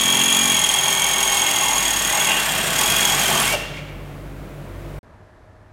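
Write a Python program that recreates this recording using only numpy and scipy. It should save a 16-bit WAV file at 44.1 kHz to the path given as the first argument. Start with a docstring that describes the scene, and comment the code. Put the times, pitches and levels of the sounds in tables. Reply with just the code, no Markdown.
"""In an echoing workshop a cordless drill bores through a sheet-steel car panel.
Each bite of a cutting edge starts decaying bit modes (squeal), modulates chip noise and drums the panel.
The drill slows under load; the widening hole adds rattle; edges snag, the bit breaks through and spins free
with a louder gear whine, then the motor brakes. Squeal, shrieks, squeaks, panel buzz, motor and hum are sines;
chips, rattle, rasps and air are shaped noise. A machine hums on; near the end it cuts to a quieter room tone."""
import sys
import numpy as np
from scipy import signal
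from scipy.fft import rfft, irfft
from scipy.io import wavfile
from scipy.ndimage import uniform_filter1d

SR = 44100
rng = np.random.default_rng(int(sys.argv[2]) if len(sys.argv) > 2 else 0)


def int16_out(signal):
    """Quantize to a 16-bit WAV file."""
    q = np.round(np.clip(np.atleast_2d(signal).T, -1, 1) * 32767)
    wavfile.write(sys.argv[1], SR, q.astype(np.int16))


N = 252252
T = np.arange(N) / SR

# Stages of the hole: tip seats, bit starts to run loose, breaks through, spins free; then the motor brakes.
SEATED_S, LOOSE_S, THROUGH_S, FREE_S, BRAKE_S = 0.54, 1.85, 2.72, 3.45, 3.548
REFERENCE_BITES_PER_S = 46.4  # speed-dependent levels are given at this rate
BIT_HZ, BIT_LOW_HZ = 3313.6, 3214  # two close bending modes of the bit


def undb(db):
    """Decibels to gain."""
    return 10 ** (np.asarray(db) / 20)


def unit(x):
    """Scale to rms 1."""
    return x / np.sqrt(np.mean(np.abs(x) ** 2))


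def curves(table):
    """Each column of a table after the first (seconds), joined by straight lines in time."""
    s, *columns = np.transpose(table)
    return [np.interp(T, s, column) for column in columns]


def until(end_s, fade_s):
    """1 up to the end time, then a straight fade to 0."""
    return np.clip(1 - (T - end_s) / fade_s, 0, 1)


def since(start_s, rise_s):
    """0 up to the start time, then a straight rise to 1."""
    return 1 - until(start_s, rise_s)


def bell(middle_s, half_s):
    """Gaussian gain in time, down to 1/e at the half length."""
    return np.exp(-((T - middle_s) / half_s) ** 2)


def swells(table):
    """Summed gain of bell-shaped swells (middle s, half length s, dB)."""
    return sum(undb(db) * bell(middle_s, half_s) for middle_s, half_s, db in table)


def colour(x, points):
    """Shape a sound by a (Hz, dB) spectrum, log-frequency interpolated, at rms 1."""
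    point_hz, point_db = np.transpose(points)
    hz = np.fft.rfftfreq(2 * N, 1 / SR)
    gain = undb(np.interp(np.log(hz + 1), np.log(point_hz), point_db))
    return unit(irfft(rfft(x, 2 * N) * gain)[:N])


def ring(x, modes):
    """Pass a push through parallel (Hz, width Hz, dB) resonances, at rms 1."""
    rung = 0
    for hz, width_hz, db in modes:
        b, a = signal.iirpeak(hz, hz / width_hz, SR)
        rung = rung + undb(db) * signal.lfilter(b, a, x)
    return unit(rung)


def walk(knots_per_s):
    """Smooth random wander of rms 1."""
    knots = rng.standard_normal(8192)
    line = np.interp(T * knots_per_s, np.arange(len(knots)), knots)
    return unit(uniform_filter1d(line, max(int(SR / knots_per_s / 2), 1)))


def grains(per_s, spread_db):
    """Dense tiny fractures at random times, of random size, at rms 1."""
    size = undb(spread_db * np.minimum(rng.exponential(size=N), 4))
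    hit = rng.random(N) < per_s / SR
    return unit(hit * size * rng.standard_normal(N))


# Squeals of the bit. Each row: start in seconds, length in seconds, level of the note in dB,
# swell in dB per second, level of its octave in dB.
BIT_SQUEALS = [(0, 2.27, -21.5, -3.5, -24.5), (2.263, 0.14, -30, -1.5, -34.5),
               (2.46, 0.26, -30.5, -7.5, -44), (2.763, 0.16, -30, 19.5, -30.5), (2.966, 0.16, -25, 6, -32),
               (3.225, 0.15, -25, 0, -32)]


def squeal_levels(bites_per_s, fade_s=0.04, speed_db=0.1):
    """Levels in dB of squeal note and octave: each sets in, swells or tires, stops; slower is weaker."""
    first = octave = 1e-4  # floor of -80 dB
    for start_s, length_s, db, swell_db_per_s, octave_db in BIT_SQUEALS:
        held = since(start_s - fade_s, fade_s) * until(start_s + length_s, fade_s)
        first = first + held * undb(db + swell_db_per_s * np.clip(T - start_s, 0, length_s))
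        octave = octave + held * undb(octave_db)
    return 20 * np.log10([first, octave]) + speed_db * (bites_per_s - REFERENCE_BITES_PER_S)


# Pitch shift of the squeal with the grip of the hole on the bit. Each row: time in seconds, shift in Hz.
GRIP_SHIFT = [(0.6, 8), (1.05, -42), (1.7, 4), (3.08, 10), (3.35, -70)]
# Leans of the drill, making one edge bite harder. Each row: middle in seconds, half length in seconds,
# difference between the two edges in dB (the sign says which edge).
DRILL_LEANS = [(0.681, 0.2, 6), (1.299, 0.13, -5.5), (1.55, 0.06, -2.5)]


def squeal(turn, bites_per_s, first_db, octave_db):
    """Each bite starts two bit modes in step; they beat and fade; the slipping contact adds overtones."""
    bite = turn.astype(int)
    age_s = (turn - bite) / bites_per_s
    beat_rate, beat_phase, bite_size = rng.standard_normal((bite[-1] + 1, 3))[bite].T
    attack = 1 - np.exp(-(age_s / 0.0063) ** 2)
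    release = np.clip((bite + 1 - turn) / 0.088, 0, 1)
    swell = attack * release

    shift_hz, = curves(GRIP_SHIFT)
    upper = np.exp(2j * np.pi * np.cumsum(BIT_HZ + shift_hz + 15 * walk(70)) / SR)
    beat_angle = 2 * np.pi * (BIT_LOW_HZ - BIT_HZ) * (age_s - .0038) * (1 + .09 * beat_rate)
    beat = np.exp(1j * (beat_angle + .45 * beat_phase))

    lean_db = sum(db * bell(middle_s, half_s) for middle_s, half_s, db in DRILL_LEANS)
    uneven_db = np.interp(T, [1.2, 2.0], [.8, 2.0])  # bites grow uneven as the hole deepens
    size = undb(uneven_db * bite_size + lean_db * (np.mod(bite, 2) - .5))

    first = unit((swell * np.exp(-age_s / 0.0098) * size * upper * (1 + beat)).real)
    contact = swell * upper * (1 + .22 * beat)
    octave = unit((np.exp(-age_s / 0.0038) * size * contact ** 2).real)
    third = unit((np.exp(-age_s / 0.0024) * size * contact ** 3).real)
    # a weak squeal loses its third harmonic
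    third_db = octave_db - 4.5 + 0.94 * np.minimum(first_db + 23.5, 0)
    return first * undb(first_db) + octave * undb(octave_db) + third * undb(third_db)


# Colour of the chip noise. Each row: frequency in Hz, level in dB.
CHIP_COLOUR = [(1500, -16), (2600, 3.5), (3400, 5), (3900, -1.5), (5200, -2.5), (6200, -1.5), (8000, 0),
               (9800, 1), (10450, -9.5), (11000, -2), (13500, -3), (15800, -12)]
# Ringing of bit and chuck under the chips. Each row: frequency in Hz, width in Hz, level in dB.
STEEL_MODES = [(5605, 49, -3), (6650, 170, -8), (6960, 120, -0.5), (7430, 120, -1), (8336, 87, 5),
               (9890, 300, -15.5)]
# Ringing of the panel. Each row: frequency in Hz, width in Hz, level in dB.
PANEL_MODES = [(669, 14, -2), (825.6, 38, 4), (874, 41, 3.5), (972, 34, 5), (1084, 60, 3.5),
               (1831, 73, 3.5), (2164, 260, -5), (2704, 140, 0)]
# Chatters of the bit, shaking the panel. 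Each row: middle in seconds, half length in seconds,
# level in dB, strongest pitch in Hz.
BIT_CHATTERS = [(0.87, 0.076, -29, 869), (1.546, 0.37, -30.5, 850), (2.166, 0.049, -25, 830),
                (2.31, 0.049, -25.5, 850), (2.83, 0.042, -25, 1050), (3.128, 0.058, -26, 780),
                (3.313, 0.04, -27, 740), (3.37, 0.054, -25.5, 1150)]
# Colour of the loose rattle. Each row: frequency in Hz, level in dB.
RATTLE_COLOUR = [(90, -27), (160, 3.5), (300, -6), (480, -2.5), (650, 0.5), (850, -7), (1500, 2),
                 (2600, -2.5), (4000, -10), (8000, -33.5)]
# Rasps of the bit binding in the hole. Each row: middle in seconds, half length in seconds, level in dB.
BIT_BINDS = [(0.25, 0.2, -31.5), (1.5, 0.29, -36), (2.21, 0.03, -26), (2.3, 0.03, -21.5),
             (2.372, 0.014, -26), (3.43, 0.021, -22.5)]


def cutting(turn, bites_per_s, loose):
    """Chips tear off hardest in a bite and ring the steel; the panel shakes most between bites."""
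    chips_db = -30.5 + 0.0356 * (bites_per_s - REFERENCE_BITES_PER_S)
    chips_db = chips_db + 0.93 * since(THROUGH_S, 0.055) - 6 * since(FREE_S, 0.12)
    panel_db = -27.5 - 3.0 * since(LOOSE_S, 0.066)  # panel notes drown in rattle
    bite = np.cos(np.pi * (turn - .15)) ** 8

    tearing = grains(per_s=14000, spread_db=2.0) * undb(5.25 * bite + walk(130))
    chips = colour(tearing, CHIP_COLOUR) * undb(4.5) + ring(tearing, STEEL_MODES) * undb(-3.0)

    shaking = grains(per_s=5000, spread_db=1.3) * undb(walk(200) - 5.5 * bite)
    panel = ring(shaking, PANEL_MODES) * undb(panel_db)

    jolts = ring(grains(per_s=5000, spread_db=1.7) * undb(-5.0 * bite), PANEL_MODES)
    chatter = 0
    for middle_s, half_s, db, hz in BIT_CHATTERS:
        chatter = chatter + ring(jolts, [(hz, 300, 0)]) * swells([(middle_s, half_s, db)])

    rattle = colour(grains(per_s=6500, spread_db=0.0), RATTLE_COLOUR) * undb(chips_db - 0.5 + 4.23 * loose)
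    rasp = ring(grains(per_s=900, spread_db=4.5), [(2766, 180, 0)]) * swells(BIT_BINDS)
    return chips * undb(chips_db) + panel + chatter + rattle + rasp


# Drumming of the panel. Each row: multiple of the bite rate, level in dB.
DRUM_HARMONICS = [(3, -7), (4, -8), (5, -1), (6, -2.5), (7, -19), (8, -6.5), (10, -11.5), (11, -14)]


def drumming(turn, loose):
    """Low panel buzz at multiples of the bite rate: steady, then weaker, deeper and ragged once seated."""
    seated = since(SEATED_S, 0.089)
    # relative level; the ragged gain and rms scaling below also act
    drum_db = -36.5 - 14.5 * seated + 5.5 * loose - 5.0 * until(0, 0.079)
    ragged = .04 + 0.41 * seated + .3 * loose
    buzz = 0
    for multiple, db in DRUM_HARMONICS:
        level_db = db + 3 * ragged * walk(7.4) - 5.2 * ragged * multiple
        buzz = buzz + undb(level_db) * np.sin(2 * np.pi * multiple * turn + ragged * walk(11))
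    return unit(buzz * undb(14 * ragged)) * undb(drum_db)


def gears(turn, bites_per_s):
    """Shaft hum plus a gear-mesh sine: wavers under load, blurs in the open hole, clears and swells free."""
    free = since(FREE_S, 0.029)
    slack = since(THROUGH_S, 0.068) * (1 - free)
    unsteady = 1 - .15 * free + .8 * slack + .3 * since(SEATED_S, .3) * until(THROUGH_S, .1)

    waver = 2 * np.pi * np.cumsum(26 * unsteady * walk(110)) / SR
    mesh = np.sin(2 * np.pi * 51.7 * turn + waver + .6 * unsteady * walk(170))
    mesh = mesh * undb(2 * unsteady * walk(90))
    whine_db = -30.5 + 0.4 * (bites_per_s - REFERENCE_BITES_PER_S) + 7 * free - 5 * slack

    shaft = np.sin(2 * np.pi * 9.05 * turn + .2 * walk(15))
    shaft = shaft + (.3 + .6 * since(1.3, .2)) * np.sin(2 * np.pi * 7 * turn)
    # rises 3 dB per second, drops once the bit runs loose
    shaft_db = -43.0 + 3 * np.minimum(T, LOOSE_S) - 8 * since(LOOSE_S, .08)
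    return unit(mesh) * undb(whine_db) + unit(shaft) * undb(shaft_db)


# Snags of the edge on the rim of the hole. Each row: time in seconds, reference peak in dB,
# shriek relative to it in dB, octave of the shriek relative to it in dB.
RIM_SNAGS = [(2.212, -22, 8.5, 4), (2.79, -15, -5.5, -6), (2.811, -10, -16, -15), (2.836, -19.5, -0.5, 6.5),
             (2.859, -16, -9.5, -9.5), (2.9, -15.5, -14, -13), (2.965, -16.5, -2.5, -4),
             (3.007, -16.5, -1, 2.5), (3.052, -16, 2, 4.5), (3.098, -20, 6, -2), (3.148, -19.5, -2, 3.5),
             (3.195, -17, -8, 0.5)]


def snags():
    """A caught edge lets go with a crunch of noise and a short shriek at the bit's pitch."""
    push, shriek, octave = np.zeros(N), np.zeros(N), np.zeros(N)
    for s, db, shriek_db, octave_db in RIM_SNAGS:
        age = np.maximum(T - s + 0.0011, 0) / 0.0026
        burst = age * np.exp(1 - age) * undb(db)
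        push += burst
        shriek += burst * undb(shriek_db)
        octave += burst * undb(octave_db)
    phase = 2 * np.pi * np.cumsum(BIT_HZ + 25 * walk(60)) / SR
    crunch = colour(np.gradient(rng.standard_normal(N)), CHIP_COLOUR) * undb(-5.0)
    return push * crunch + shriek * np.sin(phase) + octave * np.sin(2 * phase)


# Colour of the burr tearing off the rim. Each row: frequency in Hz, level in dB.
BURR_COLOUR = [(2000, -19.5), (4500, 4.5), (14000, -2), (16000, -11)]
# Low ringing of the loose panel. Each row: frequency in Hz, width in Hz, level in dB.
BOOM_MODES = [(136, 20, -5), (215, 56, -9.5), (362, 60, -9.5), (660, 51, -3.5)]
# Booms as the bit pushes through. Each row: middle in seconds, half length in seconds, level in dB.
PANEL_BOOMS = [(2.68, 0.17, -33), (2.95, 0.094, -33), (3.36, 0.12, -28.5)]


def breakthrough():
    """Edges tear at the burr once the tip is through; the loose panel booms around that time."""
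    burr = colour(grains(per_s=21000, spread_db=-0.5), BURR_COLOUR) * since(THROUGH_S, 0.052) * undb(-32)
    boom = ring(grains(per_s=3000, spread_db=2.5), BOOM_MODES) * swells(PANEL_BOOMS)
    return burr + boom


# Thin squeaks of the bit's flank in the finished hole. Each row: middle in seconds, peak in dB.
FLANK_SQUEAKS = [(3.401, -17), (3.418, -14)]


def squeaks():
    """The flank of the bit skids on the rim: short 10 kHz sine bursts."""
    skid = sum(undb(db) * bell(s, 0.0026) for s, db in FLANK_SQUEAKS)
    return skid * np.sin(2 * np.pi * 10040 * T)


def brake():
    """The trigger is let go: the motor's pitch dives and the gear train clacks."""
    hz = np.clip(600 - 9000 * (T - BRAKE_S), 350, 850)
    dive = np.sin(2 * np.pi * np.cumsum(hz) / SR + 0.54 * walk(200)) * bell(BRAKE_S, 0.015)
    clack = ring(rng.standard_normal(N), [(684, 300, 2.5), (2770, 120, 8.7)])
    clack = clack * bell(BRAKE_S - 0.0075, 0.017)
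    return dive * undb(-19.0) + clack * undb(-21.0)


# Ringing of the rubbed bit. Each row: frequency in Hz, width in Hz, level in dB.
RUBBED_BIT_MODES = [(2260, 170, 5), (2750, 150, -12), (3200, 150, -10)]
# Rubs of the bit on the rim on its way out. Each row: middle in seconds, half length in seconds, level in dB.
RIM_RUBS = [(3.77, 0.038, -37), (3.88, 0.04, -50)]


def withdrawal():
    """Noise rings the bit as it rubs faintly on the rim while drawn out."""
    ringing = ring(rng.standard_normal(N), RUBBED_BIT_MODES)
    scrape = ring(rng.standard_normal(N), [(2900, 1300, 0)]) * undb(-8)
    return (ringing + scrape) * swells(RIM_RUBS)


# Reverberation of the workshop. Each row: frequency in Hz, 60 dB decay time in seconds.
WORKSHOP_T60 = [(150, 1.146), (600, 0.9), (2400, 1.22), (5000, 0.89), (9000, 0.5), (15000, 0.55)]


def workshop(x, wet_db, early_db):
    """Quick reflections from the car body, then a long tail that dulls as it fades."""
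    t = T[:int(1.5 * SR)]
    f, at_s, cells = signal.stft(rng.standard_normal(len(t)), SR, nperseg=256)
    hz, t60_s = np.transpose(WORKSHOP_T60)
    decay_s = np.interp(np.log(f + 1), np.log(hz), t60_s)[:, None]
    tail = signal.istft(cells * np.exp(-np.log(1000) * at_s / decay_s), SR)[1][:len(t)]
    tail = tail * np.clip(t / 0.024, 0, 1)
    early = rng.standard_normal(len(t)) * np.exp(-t / 0.00313) * (t > .002)
    response = undb(wet_db) * tail / np.linalg.norm(tail) + undb(early_db) * early / np.linalg.norm(early)
    # the drill has been running for a while: prepend its first 0.5 s so the room already rings
    lead = SR // 2
    return x + signal.fftconvolve(np.r_[x[:lead], x], response)[lead:lead + N]


# Reference level of the machine and its air. Each row: time in seconds, level in dB.
MACHINE_LEVEL = [(0, -46.5), (2.2, -46), (4.1, -38)]
# Hum lines of the machine. Each row: frequency in Hz, level in dB.
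MACHINE_LINES = [(48.4, 3.5), (96.9, -1.5), (145.3, -1), (280, -8.5), (339, -9), (565, -18)]
# Colour of the workshop air. Each row: frequency in Hz, level in dB.
SHOP_AIR = [(35, -27), (60, -3), (74, -14), (152, -2), (248, -14), (285, -10.5), (450, -11), (600, -10.5),
            (780, -17.5), (2150, -25), (5080, -39), (15500, -41.5)]


def machine():
    """A motor hums somewhere in the shop, as wavering sines, over a wash of air noise."""
    level_db, = curves(MACHINE_LEVEL)
    hum = 0
    for hz, db in MACHINE_LINES:
        hum = hum + undb(db + 2.6 * walk(7.8)) * np.sin(2 * np.pi * hz * T + 0.65 * walk(11))
    air = colour(rng.standard_normal(N), SHOP_AIR) * undb(.7 * walk(5.5))
    return undb(level_db) * (unit(hum) * undb(3.0) + air * undb(1.0))


# Colour of the quiet room's air. Each row: frequency in Hz, level in dB.
QUIET_AIR = [(18, -48), (30, -12), (108, -8), (125, -18), (165, -18), (523, -23.5), (850, -24), (1740, -31),
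             (2800, -43.5), (12000, -59), (15600, -90)]


def quiet_room():
    """Still air with a faint hollow drone of ringing noise and a weak 102 Hz hum that soon grows."""
    air = colour(rng.standard_normal(N), QUIET_AIR) * undb(-48.0 + 0.76 * walk(8))
    drone = ring(rng.standard_normal(N), [(621, 22, 3), (1685, 91, -11)]) * undb(-57.5)
    hum = np.sin(2 * np.pi * 102 * T + .5 * walk(6.8)) * undb(-58.5 + 11.4 * since(5.36, .15))
    return air + drone + hum


# Speed of the drill. Each row: time in seconds, bites of the cutting edges per second.
DRILL_SPEED = [(0.0, 43.99), (0.46, 46.26), (0.65, 39.78), (0.88, 43.42), (1.4, 42.36), (1.57, 41.04),
               (1.84, 40.88), (1.94, 33.75), (2.25, 43.46), (2.39, 34.22), (2.69, 32.1), (2.91, 49.38),
               (3.09, 41.06), (3.22, 46.23), (3.42, 37.8), (3.458, 38.1), (3.484, 42), (3.51, 44.3)]


def scene():
    """Drill in its room, driven by speed and by how far the hole has widened; then the quiet room."""
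    bites_per_s, = curves(DRILL_SPEED)
    turn = np.cumsum(bites_per_s) / SR + .61  # counted in bites
    loose = since(LOOSE_S, 0.37)

    first_db, octave_db = squeal_levels(bites_per_s)
    boring = squeal(turn, bites_per_s, first_db, octave_db)
    boring = boring + cutting(turn, bites_per_s, loose) + breakthrough()
    metal = boring * until(BRAKE_S - .01, fade_s=0.021) + snags() + squeaks() + brake() + withdrawal()
    motor = gears(turn, bites_per_s) + drumming(turn, loose)
    motor = motor * until(BRAKE_S - .003, fade_s=0.014)

    # the ringing metal fills the room more than the motor and its buzz do
    shop = workshop(metal, wet_db=-7.5, early_db=-13) + workshop(motor, wet_db=-14.5, early_db=-15.5)
    shop = shop + machine()
    # a brief silence separates the two rooms
    return (shop * until(4.988, fade_s=0.0029) + quiet_room() * (T > 5.031))[None]


def record(dry):
    """The phone cuts the top: a steep elliptic low-pass at 15850 Hz."""
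    low_pass = signal.ellip(10, .2, 80, 15850, fs=SR, output="sos")
    return signal.sosfilt(low_pass, dry)


dry = scene()
out = record(dry)
int16_out(out)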